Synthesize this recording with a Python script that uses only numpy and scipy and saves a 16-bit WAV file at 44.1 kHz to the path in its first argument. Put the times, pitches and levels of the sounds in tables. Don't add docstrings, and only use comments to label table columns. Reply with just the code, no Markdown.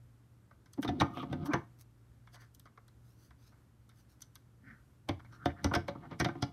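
import sys
import numpy as np
from scipy import signal
from scipy.fft import rfft, irfft
from scipy.io import wavfile
from scipy.ndimage import uniform_filter1d

SR = 44100
rng = np.random.default_rng(int(sys.argv[2]) if len(sys.argv) > 2 else 0)


def dump_mix(stems):
    frames = np.atleast_2d(stems).T
    limited = np.clip(frames, -1, 1)
    pcm = np.round(limited * 32767).astype(np.int16)
    wavfile.write(sys.argv[1], SR, pcm)


N = 287532
TIME = np.arange(N) / SR
RING_TIME = np.arange(SR // 10) / SR

# f/Hz, level/dB
ROOM_TONE = [(20, -37), (35, -21), (60, 0), (85, -4), (120, -3), (170, -10), (290, -13), (400, -21),
             (700, -27), (1400, -28), (2500, -37), (5000, -40.5), (13300, -42), (15500, -61)]
# f/Hz, level/dB
TAPE_COLOUR = [(25, -27), (50, -10), (85, -4), (150, -1), (220, -5), (320, -3), (430, -13), (720, -10),
               (1200, -13), (2200, -18), (2600, -25), (4000, -24), (6100, -27), (7100, -41), (9300, -38),
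               (11000, -42), (12800, -39.5), (15500, -58)]
# f/Hz, width/Hz, lift/dB
TAPE_RESONANCES = [(90, 18, 5), (150, 28, 6), (225, 24, 3), (283, 30, 4), (338, 18, 5), (450, 26, 6),
                   (563, 14, 10), (712, 26, 10), (845, 26, 4), (915, 26, 4), (1060, 28, 3), (1157, 40, 4),
                   (1228, 34, 4), (1390, 24, 6), (1541, 24, 9), (1760, 26, 6), (1848, 24, 5), (2000, 24, 6),
                   (2150, 34, 6), (2270, 34, 6), (2940, 90, 6), (3245, 70, 6), (3390, 50, 5), (3600, 70, 4),
                   (5950, 220, 2), (8400, 700, 5)]
# f/Hz, level/dB
FILM_COLOUR = [(300, -8), (1500, 2), (3000, -3), (4400, 3), (5200, 1), (6000, 4), (7200, -12), (9300, -3),
               (10800, -5), (12500, 0), (15500, -10)]
# t/s, half length/s, level/dB, treble/dB
FILM_GLIDES = [(2.35, .012, -63, -5), (2.425, .025, -69, -5), (3.1, .05, -77, 5), (3.24, .027, -70.5, 0),
               (3.46, .04, -71, -4), (3.985, .022, -72.5, 1), (4.115, .02, -73, 2), (5.345, .015, -68, -12)]
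# t/s, half length/s, level/dB, treble/dB
FILM_CRINKLES = [(.835, .012, -58, 12), (1.19, .04, -71, 5), (1.464, .008, -56, 7), (1.81, .014, -63, 6),
                 (4.208, .005, -66, -1)]
# t/s, half length/s, centre f/Hz, width/centre, level/dB
SKIN_RUBS = [(1.195, .028, 2940, .45, -53), (1.19, .035, 1200, .12, -47), (1.09, .03, 1230, .03, -52),
             (1.485, .025, 1050, .7, -49), (1.522, .012, 1200, 1.2, -44), (1.6, .03, 1020, .3, -57),
             (2.355, .012, 680, .5, -65), (2.42, .025, 1650, .6, -66), (4.69, .025, 1750, .5, -58),
             (4.74, .05, 1600, .4, -66), (4.69, .05, 230, .5, -60), (5.345, .022, 1400, .4, -62),
             (5.42, .022, 1420, .35, -55), (5.5, .015, 1800, .6, -53), (5.59, .02, 1550, .5, -57),
             (6.045, .02, 1000, 2.5, -54), (6.128, .014, 1600, 2.5, -52)]
# t/s, strength/dB, brightness/(dB per octave), ring f/Hz,
# relative length
FINGER_TICKS = [(.5104, -56, -5, 1310, 1), (.6584, -67, 3, 5490, 1), (.7337, -77, 11, 4630, 1),
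                (2.2714, -59, 0, 3390, 1), (2.3426, -63, 4.5, 4620, 2), (2.3554, -60, 2.1, 1110, 1.5),
                (2.4154, -59, -.5, 1630, 2.5), (2.5476, -92, 14.5, 13300, 1), (2.5955, -81, 11.3, 12200, 1),
                (2.6544, -54, -1.6, 1250, 1.5), (2.7744, -52, -4.5, 1340, 1), (2.8799, -73, 6.5, 4280, 1),
                (3.3049, -61, -.5, 700, 1.8), (3.5204, -62, -5, 1280, 1.8), (3.8906, -70, 5.5, 3740, 2),
                (4.2188, -74, 12.6, 6030, 1.3), (4.3545, -67, 8.5, 12000, 1), (5.1936, -54, -2, 3100, 1.5),
                (5.2435, -58, -2.5, 2200, 1.8), (5.3224, -57, -1.6, 1530, 1.8)]
# start t/s, fully taut t/s, eased off t/s, creep level/dB
STRIP_PULLS = [(.78, .93, 1.44, -43.5), (5.09, 5.72, 6.52, -49)]
# low f/Hz, high f/Hz, relative level/dB
CREEP_BANDS = [(70, 380, -1.3), (400, 1500, -14), (1500, 4000, -22.5)]
# f/Hz, width/Hz, relative level/dB
STRIP_MODES = [(560, 24, -19), (708, 20, -13.5), (1232, 26, -22)]
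# t/s, f/Hz, level before trim/dB
GROAN_CURVE = [(.776, 280, -50), (.794, 275, -32), (.812, 230, -42), (.835, 250, -53), (.856, 285, -32),
               (.875, 250, -40), (.93, 275, -39), (.985, 315, -40), (1.08, 280, -46), (1.14, 240, -55),
               (1.2, 280, -44), (1.3, 260, -50), (1.345, 255, -48), (1.36, 255, -37), (1.385, 250, -51),
               (1.472, 295, -50), (1.495, 283, -32), (1.515, 275, -32), (1.528, 275, -45), (1.6, 275, -62)]
# t/s, length/s, starting f/Hz, level/dB
STRIP_SQUEAKS = [(.877, .018, 3740, -41), (1.0, .012, 3830, -34), (1.514, .02, 2400, -50),
                 (5.712, .016, 1480, -43), (5.951, .02, 1330, -54)]
# t/s, level/dB, decay/s
ROLL_BOUNCES = [(.885, -40, .02), (1.008, -37, .015), (1.538, -41, .016), (5.092, -35.5, .032),
                (5.459, -36.5, .03), (5.647, -31.5, .034), (5.762, -36.5, .032), (6.205, -39, .04),
                (6.425, -37.5, .015)]
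# t/s, strength/dB, brightness/(dB per octave), extra jolt to the core/dB,
# free strip's ring f/Hz, extra snap/dB, snap's ring f/Hz, relative length
GLUE_SLIPS = [(.7774, -56, -6, 14, 850, -3, 3300, 1.5), (.8264, -51, 4, -1, 1500, 2, 3100, 1.2),
              (.8454, -45, -.5, 6, 1210, 1, 3800, 1.2), (.8769, -51, .8, 15, 1400, 7, 3620, 1.3),
              (.8864, -40, -2, 9, 710, 0, 3050, 1.3), (1.0001, -47, 3.3, 11, 1850, 7, 3770, 1),
              (1.0084, -37, 1.2, 5, 1250, -1, 3050, 1), (1.0144, -30.5, -3.6, 4, 1170, -1, 5400, .7),
              (1.1704, -47.5, -2.5, 3, 1230, 0, 3200, 1.3), (1.2274, -49, -3.7, 7, 1060, 0, 3700, 1.1),
              (1.3264, -45.5, 0, -2, 720, 0, 3700, 1.2), (1.4564, -55, 2.4, 4, 1130, 0, 5900, 1.7),
              (1.5334, -35, -.6, 4, 1580, -1, 6000, 1), (1.538, -38, -10, 0, 1030, -3, 3300, 1.9),
              (1.552, -46, -6, 13, 1000, -3, 3300, 1.3), (5.0873, -41.5, 1.7, 9, 730, 1, 3300, 1.3),
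              (5.4564, -34, -.3, 5, 720, 0, 3500, 1), (5.6425, -39.5, 3.3, 11, 850, 2, 6000, 1.4),
              (5.658, -49, -3, 12, 840, 0, 3300, 1.5), (5.7118, -42.5, -10, 6, 1000, 0, 3300, 1.8),
              (5.7372, -35.5, 0, -2, 1380, 0, 3450, 1.1), (5.7498, -38, 2.9, -6, 1540, 1, 5100, 1.1),
              (5.7574, -37.5, -1.5, 7, 715, -2, 3400, .9), (5.8802, -41.5, -.3, 2, 570, -1, 4000, 1.5),
              (5.9504, -56, -6, 11, 1200, 0, 3300, 1.6), (6.11, -56, -1.5, 13, 570, 0, 3900, 2.2),
              (6.1985, -39.5, 3.7, 6, 2170, 0, 5700, 1.3), (6.2084, -38, -1.5, 7, 1530, -3, 3300, 1),
              (6.2452, -41.5, 1.6, 6, 1280, 6, 3700, 1), (6.2554, -39.5, -3, 8, 710, -2, 3500, 1.1),
              (6.2844, -42.5, -3.5, 5, 1550, 0, 3300, 1.1), (6.3504, -55, -4, 14, 740, -2, 3100, 2.2),
              (6.4232, -42.5, 2.6, 12, 800, 5, 5050, 1.1)]
# low f/Hz, high f/Hz, arrival/s, rise/s, decay/s, room level/dB,
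# share of the blow/dB
CORE_THUMP = (100, 400, .0003, .0015, .012, -11, -1.5)
ROLL_KNOCK = (385, 1250, .0003, .0014, .0058, -13, -.3)
FILM_FLAP = (1250, 3000, .0002, .001, .0072, -13, -4.1)
FILM_SNAP = (3000, 6500, .0002, .0006, .0064, -15.5, -9)
FILM_CRACK = (6800, 15500, .0001, .0001, .0026, -16, -23.6)


def undb(db):
    return 10 ** (np.asarray(db) / 20)


def unit(x):
    return x / np.sqrt(np.mean(x ** 2) + 1e-30)


def band(x, lo_hz, hi_hz, order=4):
    edges = np.clip([lo_hz, hi_hz], 15, SR * .48)
    return signal.sosfilt(signal.butter(order, edges, "band", fs=SR, output="sos"), x)


def convolve(x, response):
    return signal.oaconvolve(x, response if x.ndim == 1 else response[None], axes=-1)[..., :x.shape[-1]]


def resonate(x, hz, width_hz):
    return signal.lfilter(*signal.iirpeak(hz, hz / width_hz, fs=SR), x)


def colour(x, points, size=4096):
    hz, db = np.transpose(points)
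    bins_hz = np.arange(size // 2 + 1) * SR / size
    gain = undb(np.interp(np.log(bins_hz + 1), np.log(hz), db))
    cepstrum = irfft(np.log(gain))
    cepstrum[1:size // 2] *= 2
    cepstrum[size // 2 + 1:] = 0
    return convolve(x, irfft(np.exp(rfft(cepstrum))))


def walk(rate_hz):
    hold = int(SR / rate_hz)
    steps = np.repeat(rng.standard_normal(N // hold + 1), hold)
    return unit(uniform_filter1d(steps, hold)[:N])


def grains(shape, per_s, spread_db):
    fired = rng.random(shape) < per_s / SR
    polarity, size = rng.standard_normal((np.count_nonzero(fired), 2)).T
    clicks = np.zeros(shape)
    clicks[fired] = np.sign(polarity) * undb(spread_db * size)
    return clicks


def swell(x, s, half_s, db):
    shape = np.exp(-.5 * ((TIME - s) / half_s) ** 2)
    return undb(db) * shape * x / np.sqrt(np.average(x ** 2, weights=shape ** 2))


def room_tone(air_db=-63.5, hum_db=-63.5, hum_hz=117.7):
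    air = unit(colour(rng.standard_normal(N), ROOM_TONE)) * undb(air_db + .7 * walk(6))
    phase = 2 * np.pi * np.cumsum(hum_hz * (1 + .009 * walk(14))) / SR
    waver = undb(2.2 * walk(9) + 1.2 * walk(2))
    return air + undb(hum_db) * unit(np.sin(phase) * waver)


def room(x, wet_db, t60_s=.24, treble_t60_s=.2, treble_hz=1800):
    t = np.arange(SR // 3) / SR
    echoes = rng.standard_normal(len(t)) * (1 - np.exp(-t / .006))
    low = signal.sosfiltfilt(signal.butter(2, treble_hz, fs=SR, output="sos"), echoes)
    tail = low * undb(-60 * t / t60_s) + (echoes - low) * undb(-60 * t / treble_t60_s)
    return x + undb(wet_db) * convolve(x, tail / np.linalg.norm(tail))


def tape_response():
    tug = signal.unit_impulse(len(RING_TIME))
    ringing = sum((undb(db) - 1) * resonate(tug, hz, width) for hz, width, db in TAPE_RESONANCES)
    return colour(tug + ringing, TAPE_COLOUR)


def film_swells(sound, rows, treble_hz=7000):
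    film = colour(sound, FILM_COLOUR)
    low, high = band(film, 200, treble_hz), band(film, treble_hz, 17000)
    return sum(swell(low + undb(treble_db) * high, s, half, db) for s, half, db, treble_db in rows)


def glides(echo_s=.00068, echo_db=-3):
    friction = grains(N, per_s=4000, spread_db=3) * undb(2.5 * walk(45))
    delay_s = echo_s * (1 + .14 * walk(9))
    reflection = np.interp(TIME - delay_s, TIME, friction)
    return film_swells(friction + undb(echo_db) * reflection, FILM_GLIDES)


def crinkles():
    pops = grains(N, per_s=650, spread_db=5) * undb(4 * walk(70))
    return film_swells(room(pops, wet_db=-4), FILM_CRINKLES)


def rubs(body_db=-14):
    friction = grains(N, per_s=1500, spread_db=5) * undb(3 * walk(55))
    through_roll = convolve(room(friction, wet_db=-3), tape_response())
    body = undb(body_db) * unit(band(through_roll, 150, 6500, order=2))
    out = 0
    for s, half, hz, width, db in SKIN_RUBS:
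        edge = np.sqrt(1 + width)
        rub = unit(band(through_roll, hz / edge, hz * edge, order=2))
        out += swell(rub + body, s, half, db)
    return out


def shake(blows, part, ring_db=0, ring_width=.16, lead_s=.015, tilt_from_hz=600):
    times, strength_db, brightness, rings_hz, length = blows
    lo_hz, hi_hz, arrival, rise, decay, room_db, share_db = part
    levels_db = strength_db + share_db + brightness * np.log2(max(lo_hz / tilt_from_hz, 1))
    age = np.maximum(RING_TIME - lead_s - arrival, 0) / length[:, None]
    force = (1 - np.exp(-age / rise)) * np.exp(-age / decay)
    force /= force.max(axis=1, keepdims=True)
    force += undb(-20) * np.exp(-np.abs(RING_TIME - lead_s) / .005)
    clumps = undb(3 * np.resize(walk(500), force.shape))
    volleys = grains(force.shape, per_s=6000, spread_db=3) * clumps * force
    for volley, hz in zip(volleys, rings_hz):
        volley += undb(ring_db) * resonate(volley, hz, hz * ring_width)
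    sounds = convolve(volleys, band(tape_response(), lo_hz, hi_hz))
    peak_rms = np.sqrt(uniform_filter1d(sounds ** 2, int(.018 * SR), axis=1).max(axis=1))
    out = np.zeros(N + len(RING_TIME))
    for s, gain, sound in zip(times, undb(levels_db) / peak_rms, sounds):
        start = int((s - lead_s) * SR)
        out[start:start + len(sound)] += gain * sound
    return room(out[:N], room_db)


def ticks():
    touches = np.transpose(FINGER_TICKS)
    low_flap = (1000, 2300, *FILM_FLAP[2:])
    parts_db = [(ROLL_KNOCK, -11), (low_flap, .5), (FILM_SNAP, -5.5), (FILM_CRACK, 0)]
    return sum(undb(db) * shake(touches, part, ring_db=4, ring_width=.13) for part, db in parts_db)


def tension(slack_db=-16, release_db_per_s=90):
    out = 0
    for start, taut, eased, db in STRIP_PULLS:
        rise_db = np.interp(TIME, [start, taut], [slack_db, 0])
        fall_db = release_db_per_s * np.maximum(TIME - eased, 0)
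        out += (TIME > start) * undb(db + rise_db - fall_db)
    return out


def creep(ring_onset_db=-41):
    snaps = grains(N, per_s=2000, spread_db=4.3) * undb(3.5 * walk(40))
    threads = convolve(snaps, tape_response())
    rasp = sum(undb(db) * unit(band(threads, lo, hi, order=2)) for lo, hi, db in CREEP_BANDS)
    rings = sum(undb(db) * unit(resonate(threads, hz, width)) for hz, width, db in STRIP_MODES)
    pull = tension()
    ring_gain = np.minimum(pull / undb(ring_onset_db), 1)
    return pull * (rasp + rings * ring_gain)


def growl(rate_hz=82):
    cycles = np.floor(np.cumsum(rate_hz * (1 + .12 * walk(80))) / SR)
    jolts = convolve(np.diff(cycles, prepend=0), tape_response())
    return swell(band(jolts, 60, 380), s=1.408, half_s=.026, db=-43.5)


def groan(drift=.015, jitter=.11, overtone_db=-22, trim_db=-1):
    s, hz, db = np.transpose(GROAN_CURVE)
    pitch_hz = np.interp(TIME, s, hz) * (1 + drift * walk(14) + jitter * walk(160))
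    phase = 2 * np.pi * np.cumsum(pitch_hz) / SR
    note = np.sin(phase) + undb(overtone_db) * np.sin(2 * phase)
    spurts = np.interp(TIME, s, undb(db + trim_db), left=0, right=0)
    return unit(note * undb(2.6 * walk(90))) * spurts


def squeaks(fall_per_s=3, jitter=.03):
    out = 0
    for s, length, hz, db in STRIP_SQUEAKS:
        age = np.clip(TIME - s, 0, length)
        pitch_hz = hz * (1 - fall_per_s * age + jitter * walk(1500))
        phase = 2 * np.pi * np.cumsum(pitch_hz) / SR
        shape = np.sin(np.pi * np.sqrt(age / length))
        out += undb(db) * np.sqrt(2) * shape * np.sin(phase)
    return out


def bounces(thud_hz=88, rise_s=.008, jitter=.12):
    pitch_hz = thud_hz * (1 + jitter * walk(90))
    out = 0
    for s, db, decay in ROLL_BOUNCES:
        age = np.maximum(TIME - s, 0)
        shape = (1 - np.exp(-age / rise_s)) * np.exp(-age / decay)
        phase = 2 * np.pi * np.cumsum(pitch_hz * (age > 0)) / SR
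        out += undb(db) * np.sqrt(2) * shape / shape.max() * np.sin(phase)
    return out


def slips(core_hz=315, ring_lift_db=5):
    s, strength, brightness, jolt_db, strip_hz, snap_db, snap_hz, length = np.transpose(GLUE_SLIPS)

    def strip_blows(part):
        in_band = (strip_hz >= part[0]) & (strip_hz < part[1])
        return s, strength + ring_lift_db * in_band, brightness, strip_hz, length

    alike = np.ones(len(s))
    core_blows = (s, strength + jolt_db, brightness, core_hz * alike, alike)
    snap_blows = (s, strength + snap_db, brightness, snap_hz, length)
    thump = shake(core_blows, CORE_THUMP, ring_db=-9, ring_width=.28)
    knock = shake(strip_blows(ROLL_KNOCK), ROLL_KNOCK, ring_db=3, ring_width=.14)
    flap = shake(strip_blows(FILM_FLAP), FILM_FLAP, ring_db=3, ring_width=.07)
    snap = shake(snap_blows, FILM_SNAP, ring_db=4, ring_width=.11)
    crack = shake(strip_blows(FILM_CRACK), FILM_CRACK)
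    return thump + knock + flap + snap + crack


def scene():
    peeling = slips() + bounces() + creep() + groan() + growl() + squeaks()
    handling = ticks() + rubs() + crinkles() + glides()
    return (peeling + handling + room_tone())[None]


def record(dry):
    return signal.sosfilt(signal.ellip(8, .2, 70, 15600, fs=SR, output="sos"), dry)


dry = scene()
out = record(dry)
dump_mix(out)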